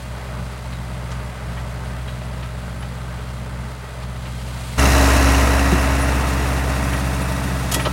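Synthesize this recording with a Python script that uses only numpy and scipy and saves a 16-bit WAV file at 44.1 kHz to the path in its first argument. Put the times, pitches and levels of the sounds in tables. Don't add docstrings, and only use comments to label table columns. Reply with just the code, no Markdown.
import sys
import numpy as np
from scipy import signal
from scipy.fft import rfft, irfft, next_fast_len
from scipy.io import wavfile

SR = 44100
rng = np.random.default_rng(int(sys.argv[2]) if len(sys.argv) > 2 else 0)


def materialize(psi):
    bounded = np.clip(np.atleast_2d(psi).T, -1, 1)
    quanta = np.round(bounded * 32767).astype(np.int16)
    wavfile.write(sys.argv[1], SR, quanta)


N = 349272
TIME = np.arange(N) / SR
CUT_S, CROSSFADE_S = 4.773, 0.016
ENGINE_PASS_S, PIPE_PASS_S = 4.875, 4.98
AWAY_DB = 0.27 * (CUT_S / 2 - TIME)
LEAVING = np.interp(TIME, [5.6, 6.9], [0, 1])


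# f/Hz, level/dB
GAS_EQ = [(45, -16), (70, 0.5), (110, -4.5), (160, -4.5), (215, -1), (270, -18.5), (350, -15.5), (500, -32)]
def exhaust(cycle, orders, boom_db, octave_db, rumble_db, gas_db, waver):
    boom = unit_rms(crank_tones(cycle, orders[:7], waver * .3))
    octave = unit_rms(crank_tones(cycle, orders[7:8], waver * .3))
    upper = unit_rms(crank_tones(cycle, orders[8:], waver))
    puffs = rng.standard_normal(N) * (1 + .5 * np.cos(8 * np.pi * cycle))
    rumble = from_db(-0.5) * upper + from_db(gas_db) * equalise(puffs, GAS_EQ)
    return from_db(boom_db) * boom + from_db(octave_db) * octave + from_db(rumble_db) * rumble


# multiple of the cycle rate, relative level/dB
DULL_PARTIALS = [(1, -46), (2, -37), (3, -30), (4, -3), (5, -59), (6, -32), (7, -12), (8, -3), (9, -16.5),
                 (10, -49), (11, -8.5), (12, -17.5), (13, -21.5), (14, -17), (15, -27.5), (16, -21),
                 (17, -21.5), (18, -40), (19, -35), (20, -26)]
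def exhaust_behind(cycle, load_db):
    return exhaust(cycle, DULL_PARTIALS, boom_db=-30 + 0.77 * load_db, octave_db=-33 + 0.98 * load_db,
                   rumble_db=-38.5 + 1.1 * load_db + AWAY_DB, gas_db=-1.5, waver=0.21)


# multiple of the cycle rate, relative level/dB
CLOSE_PARTIALS = [(1, -49), (2, -40), (3, -31), (4, 0), (5, -20), (6, -25), (7, -11.5), (8, -8.5), (9, -18),
                  (10, -11.5), (11, -18), (12, -19.5), (13, -20), (14, -26), (15, -27), (16, -28), (17, -9),
                  (18, -29), (19, -15), (20, -19)]
LEAVING_PARTIALS = [(1, -45), (2, -40), (3, -24), (4, 1), (5, -23), (6, -36), (7, -9.5), (8, -5.5),
                    (9, -18), (10, -17), (11, -5), (12, -9), (13, -29), (14, -29), (15, -27), (16, -21.5),
                    (17, -23.5), (18, -14), (19, -24), (20, -19)]
# t/s, level/dB
OCTAVE_FADER = [(4.92, -25), (5.05, -40), (5.2, -28), (5.35, -42), (5.5, -43.5), (5.82, -29.5), (6.4, -30),
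                (7.65, -30)]
def exhaust_beside(cycle):
    orders = [(order, close_db + LEAVING * (far_db - close_db))
              for (order, close_db), (_, far_db) in zip(CLOSE_PARTIALS, LEAVING_PARTIALS)]
    boom_db = pass_by(PIPE_PASS_S, nearest_db=-14, falloff=1.05)
    rumble_db = pass_by(PIPE_PASS_S, nearest_db=-28.5, falloff=0.39)
    return exhaust(cycle, orders, boom_db, automation(OCTAVE_FADER), rumble_db, gas_db=-2.5, waver=0.14)


CYLINDER_ACCENTS = [-0.18, 0.91, -0.56, 0.082]
def clatter(cycle, looped_share, depth_db):
    loop = rng.standard_normal(int(TIME[-1] * SR / cycle[-1]))
    looped = loop[(cycle % 1 * len(loop)).astype(int)]
    firing = 4 * cycle
    swell = np.sin(np.pi * (firing % 1) ** 0.66) ** 2
    accent_db = np.array(CYLINDER_ACCENTS)[firing.astype(int) % 4]
    pulse = unit_rms(from_db(swell * (depth_db + accent_db)))
    return blend(rng.standard_normal(N), looped, looped_share) * pulse


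# f/Hz, level/dB
DULL_CLATTER_EQ = [(180, -28), (300, -8), (337, -15.5), (417, -4), (458, -8), (547, -5), (601, -3.5),
                   (668, -6.5), (1190, -8.5), (1400, -10.5), (1540, -8), (1770, -10), (3730, -27.5),
                   (5000, -31), (6500, -59), (11000, -120)]
# f/Hz, width/Hz, boost/dB
BODY_PEAKS = [(613, 47, 3), (900, 34, 4.5), (1263, 170, 3.5), (1710, 140, -2.5)]
def clatter_behind(cycle):
    engine = clatter(cycle, looped_share=0.053, depth_db=2.0)
    clods = crumbs(per_s=1200, spread_db=3.8, clump_db=4)
    return equalise(blend(engine, clods, share=0.23), DULL_CLATTER_EQ, BODY_PEAKS, ripple_db=1.2)


# f/Hz, level/dB
CLOSE_CLATTER_EQ = [(150, -2.5), (250, -4.5), (275, -2.5), (326, -10), (441, -4.5), (549, -6.5),
                    (627, -3.5), (751, -5.5), (1260, -8.5), (1650, -8), (1860, -7), (2200, -13),
                    (2770, -13.5), (3250, -26.5), (4500, -32.5), (5850, -32), (9900, -120)]
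# f/Hz, width/Hz, boost/dB
PANEL_PEAKS = [(2710, 110, 2), (3066, 105, 5), (4000, 120, 1.5), (4930, 70, 7), (5440, 240, 5),
               (6300, 99, 0.5), (7060, 340, 1.5)]
def clatter_beside(cycle):
    engine = clatter(cycle, looped_share=0.19, depth_db=2.0)
    clods = crumbs(per_s=1600, spread_db=2.8, clump_db=3.2)
    clod_share = 0.29 * np.interp(TIME, [5.2, 6.2, TIME[-1]], [.1, .5, .7])
    return equalise(blend(engine, clods, clod_share), CLOSE_CLATTER_EQ, BODY_PEAKS + PANEL_PEAKS, 2.2)


# multiple of the cycle rate, relative level/dB
GEAR_PARTIALS = [(17, -11), (22, -19), (32, -22.5), (38, -21), (40, -22), (44, -23), (56, -26), (60, -18.5),
                 (64, -17.5), (112, -24), (168, -38)]
def whine(cycle):
    return from_db(0.5 - 2.7 * LEAVING) * crank_tones(cycle, GEAR_PARTIALS, waver=0.06)


# f/Hz, level/dB, t60/s
COVER_MODES = [(2820, 10, 0.015), (5200, -12, .025), (5760, -3, .018), (6350, 2.5, .025)]
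# f/Hz, level/dB
METAL_EQ = [(1940, -25), (3300, -7), (3910, 1), (4610, -5.5), (5530, -2), (7570, -5.5), (10900, -7),
            (15700, -16.5)]
def ticking(cycle):
    metal = equalise(clatter(cycle, looped_share=.15, depth_db=4.5), METAL_EQ, PANEL_PEAKS, 1.9)
    firing = (4 * cycle).astype(int)
    strength_db = np.where(firing % 4 == 1, 0, -7) + 5.3 * rng.uniform(-1, 1, N)
    ticks = np.diff(firing, prepend=0) * from_db(strength_db)
    cover = sum(ring(ticks * from_db(db + 3.0 * np.tanh(drift(30))), hz, t60)
                for hz, db, t60 in COVER_MODES)
    return blend(metal, cover, share=0.18 * (1 - LEAVING))


def crumbs(per_s, spread_db, clump_db):
    cracks = rng.random(N) < per_s * from_db(clump_db * drift(25)) / SR
    size_db = spread_db * np.minimum(rng.exponential(1, N), 4)
    return cracks * from_db(size_db) * rng.choice([-1, 1], N)


# f/Hz, level/dB
FAR_SOIL_EQ = [(2060, -2), (3500, -2.5), (5900, -9.5), (8660, -9), (10700, -12), (12400, -16.5),
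               (15100, -20), (15700, -17)]
def soil_behind(cycle):
    swell_db = 11.5 * (np.clip(TIME, 4.09, CUT_S) - 4.09)
    engine = clatter(cycle, looped_share=.02, depth_db=3.0)
    hiss = blend(engine, crumbs(per_s=2500, spread_db=3.2, clump_db=3), share=0.29)
    return from_db(-45.5 + AWAY_DB + swell_db) * equalise(hiss, FAR_SOIL_EQ, ripple_db=2.0)


# f/Hz, level/dB
CLOSE_SOIL_EQ = [(1940, -42), (3300, 1.5), (4550, -2.5), (5460, -2.5), (7720, -4.5), (10600, -4.5),
                 (12300, -12), (15700, -11)]
def soil_beside():
    cracks = crumbs(per_s=9000, spread_db=1.8, clump_db=2.5)
    return from_db(-37) * equalise(cracks, CLOSE_SOIL_EQ, ripple_db=3.3)


# t/s, relative level/dB, top of the crunch f/Hz
HITS = [(.283, -31, 2000), (.723, -29.5, 4000), (1.111, -31.5, 7500), (1.570, -28.5, 3000),
        (2.076, -29.5, 4000), (2.21, -32, 2800), (2.425, -29.5, 3960), (2.822, -31, 3500),
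        (3.832, -34, 2500), (4.023, -32.5, 4400), (4.251, -30.5, 3500), (6.693, -29, 9000),
        (6.928, -21, 3170), (7.714, -14.5, 13000), (7.738, -11, 12100), (7.76, -16.5, 900),
        (7.793, -17, 3100), (7.851, -14, 4050), (7.86, -16.5, 1110)]
# f/Hz, level/dB, t60/s
STEEL_MODES = [(629, 6.5, 0.052), (1320, 2.5, 0.18), (1940, 0, 0.23), (2460, -3.5, 0.13), (3100, -5, 0.11),
               (3320, -3, 0.14), (3860, -6, 0.24), (4480, -3, 0.23), (6000, -4, 0.1), (6820, 1, .14),
               (7800, -3, .12), (11000, -9, .16)]
def knocks(graze_s=.006, graze_db=-2.5, crunch_t60_s=0.078, spread_db=3.5):
    out = np.zeros(N)
    for start_s, db, top_hz in HITS:
        start = int(start_s * SR)
        age = TIME[:min(N - start, SR // 4)]
        band = signal.butter(4, [250 + 0.05 * top_hz, top_hz], "band", fs=SR, output="sos")
        grit = unit_rms(signal.sosfilt(band, rng.standard_normal(len(age))))
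        attack = 1 - np.exp(-age / 0.0013)
        grazing = age < graze_s
        decay_db = 60 * np.where(grazing, age, age - graze_s) / crunch_t60_s
        crunch = grit * attack * from_db(db + graze_db * grazing - decay_db)
        steel = sum(from_db(mode_db + spread_db * rng.uniform(-0.73, 1)) * ring(crunch, hz, t60)
                    for hz, mode_db, t60 in STEEL_MODES)
        out[start:start + len(age)] += from_db(-4.5) * crunch + from_db(-47) * steel
    return out


def rattle(per_s):
    touches = (rng.random(N) < per_s / SR) * rng.uniform(0.23, 1, N)
    return unit_rms(sum(ring(touches * rng.standard_normal(N) * from_db(db) / hz, hz, t60 * 0.13)
                        for hz, db, t60 in STEEL_MODES[:7]))


def thump(at_s=5.725):
    click = np.zeros(N)
    click[int(at_s * SR)] = from_db(-7.5)
    return (ring(click, hz=172, t60=0.104) - from_db(-10) * ring(click, hz=250, t60=0.12)
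            + from_db(-6) * ring(click, hz=363, t60=0.1))


# peak t/s, level/dB, length/s
SQUEAK_CUES = [(1.25, -59, .05), (2.81, -50, .03), (6.025, -34, .036), (6.945, -43, .04),
               (7.062, -46, .025), (7.227, -40, .016), (7.352, -45, .018), (7.44, -46, .02),
               (7.832, -41, 0.046)]
def squeaks(pitch_hz=10300):
    out = np.zeros(N)
    wobble = np.cumsum(45 * drift(120)) / SR
    whistle = np.sqrt(2) * np.sin(2 * np.pi * (pitch_hz * TIME + wobble))
    for peak_s, db, length_s in SQUEAK_CUES:
        near = np.abs(TIME - peak_s) < 2 * length_s
        swell = np.exp(-2 * ((TIME[near] - peak_s) / length_s) ** 2)
        out[near] += from_db(db) * swell * whistle[near]
    return out


def crank_tones(cycle, orders, waver):
    out = np.zeros(N)
    for order, db in orders:
        phase = 2 * np.pi * (order * cycle + rng.random()) + waver * drift(1.2)
        out += from_db(db) * (1 + waver * drift(3.7)) * np.sqrt(2) * np.sin(phase)
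    return out


def pass_by(nearest_s, nearest_db, falloff, speed_m_per_s=1.906, gap_m=1.427):
    distance_m = np.hypot(gap_m, speed_m_per_s * (TIME - nearest_s))
    return nearest_db - 20 * falloff * np.log10(distance_m / gap_m)


def equalise(x, curve, peaks=(), ripple_db=0):
    size = next_fast_len(N + 4096)
    hz = np.maximum(np.arange(size // 2 + 1) * SR / size, 1)
    points_hz, levels_db = np.transpose(curve)
    octaves_outside = np.abs(np.log2(hz / np.clip(hz, points_hz[0], points_hz[-1])))
    db = np.interp(np.log(hz), np.log(points_hz), levels_db) - 36 * octaves_outside
    for centre_hz, width_hz, boost_db in peaks:
        db += boost_db / (1 + (2 * (hz - centre_hz) / width_hz) ** 2)
    modes_hz = np.arange(1500, SR / 2, 45)
    db += ripple_db * np.interp(hz, modes_hz, rng.standard_normal(len(modes_hz)), left=0)
    return unit_rms(irfft(rfft(x, size) * from_db(db), size)[:N])


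def ring(x, hz, t60):
    radius, angle = from_db(-60 / (t60 * SR)), 2 * np.pi * hz / SR
    return signal.lfilter([0, np.sin(angle)], [1, -2 * radius * np.cos(angle), radius ** 2], x + 1e-18)


def drift(rate):
    pole = np.exp(-80 * np.pi * rate / SR)
    slow = signal.lfilter([1], [1, -2 * pole, pole ** 2], rng.standard_normal(N // 40 + 2002))[2000:]
    return np.interp(np.arange(N) / 40, np.arange(len(slow)), unit_rms(slow))


def blend(a, b, share):
    return np.sqrt(1 - share) * unit_rms(a) + np.sqrt(share) * unit_rms(b)


def automation(points):
    return np.interp(TIME, *np.transpose(points))


def from_db(db):
    return 10 ** (np.asarray(db) / 20)


def unit_rms(x):
    return x / np.sqrt(np.mean(x ** 2) + 1e-20)


def behind(cycle, load_db):
    clatter_db = -37.5 + AWAY_DB + 0.83 * drift(3.2)
    drone = exhaust_behind(cycle, load_db)
    machine = clatter_behind(cycle) + from_db(-19.5) * rattle(per_s=13)
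    return drone + from_db(clatter_db) * machine + soil_behind(cycle)


def beside(cycle):
    clatter_db = pass_by(ENGINE_PASS_S, nearest_db=-18.5, falloff=0.91)
    ticking_db = pass_by(ENGINE_PASS_S, nearest_db=-25.5, falloff=2.07)
    drone = exhaust_beside(cycle)
    machine = clatter_beside(cycle) + whine(cycle) + from_db(-17.5 + 1.6 * LEAVING) * rattle(per_s=30)
    return drone + from_db(clatter_db) * machine + from_db(ticking_db) * ticking(cycle) + soil_beside()


# t/s, level/dB against the usual load
ENGINE_LOAD = [(0.03, -5), (0.12, -1), (0.22, -5.5), (0.32, 0), (0.46, .5), (0.56, -6), (0.7, -1),
               (1.24, 1), (1.35, -5), (1.47, 1), (2.5, 0), (3.1, -.5), (3.64, 0), (3.77, -4.5), (3.9, -6.5),
               (4.04, -.5), (4.72, 0)]
# t/s, speed/rpm
VERGE_RPM = [(4.9, 1960), (5.25, 1945), (5.8, 1943), (6.0, 1958), (6.25, 1947), (7.5, 1948), (7.8, 1932)]
def scene():
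    on_verge = np.clip((TIME - CUT_S) / CROSSFADE_S, 0, 1)
    load_db = automation(ENGINE_LOAD)
    behind_rpm = 1881 - 2.5 * load_db
    hunting_rpm = 4.5 * drift(1.5)
    rpm = (1 - on_verge) * behind_rpm + on_verge * automation(VERGE_RPM) + hunting_rpm
    cycle = np.cumsum(rpm / 120) / SR
    tractor = (1 - on_verge) * behind(cycle, load_db) + on_verge * beside(cycle)
    return (tractor + knocks() + squeaks() + thump())[None]


def record(dry):
    thin = signal.sosfilt(signal.butter(2, 28, "high", fs=SR, output="sos"), dry)
    return signal.sosfilt(signal.ellip(12, .1, 90, 15850, fs=SR, output="sos"), thin)


dry = scene()
out = record(dry)
materialize(out)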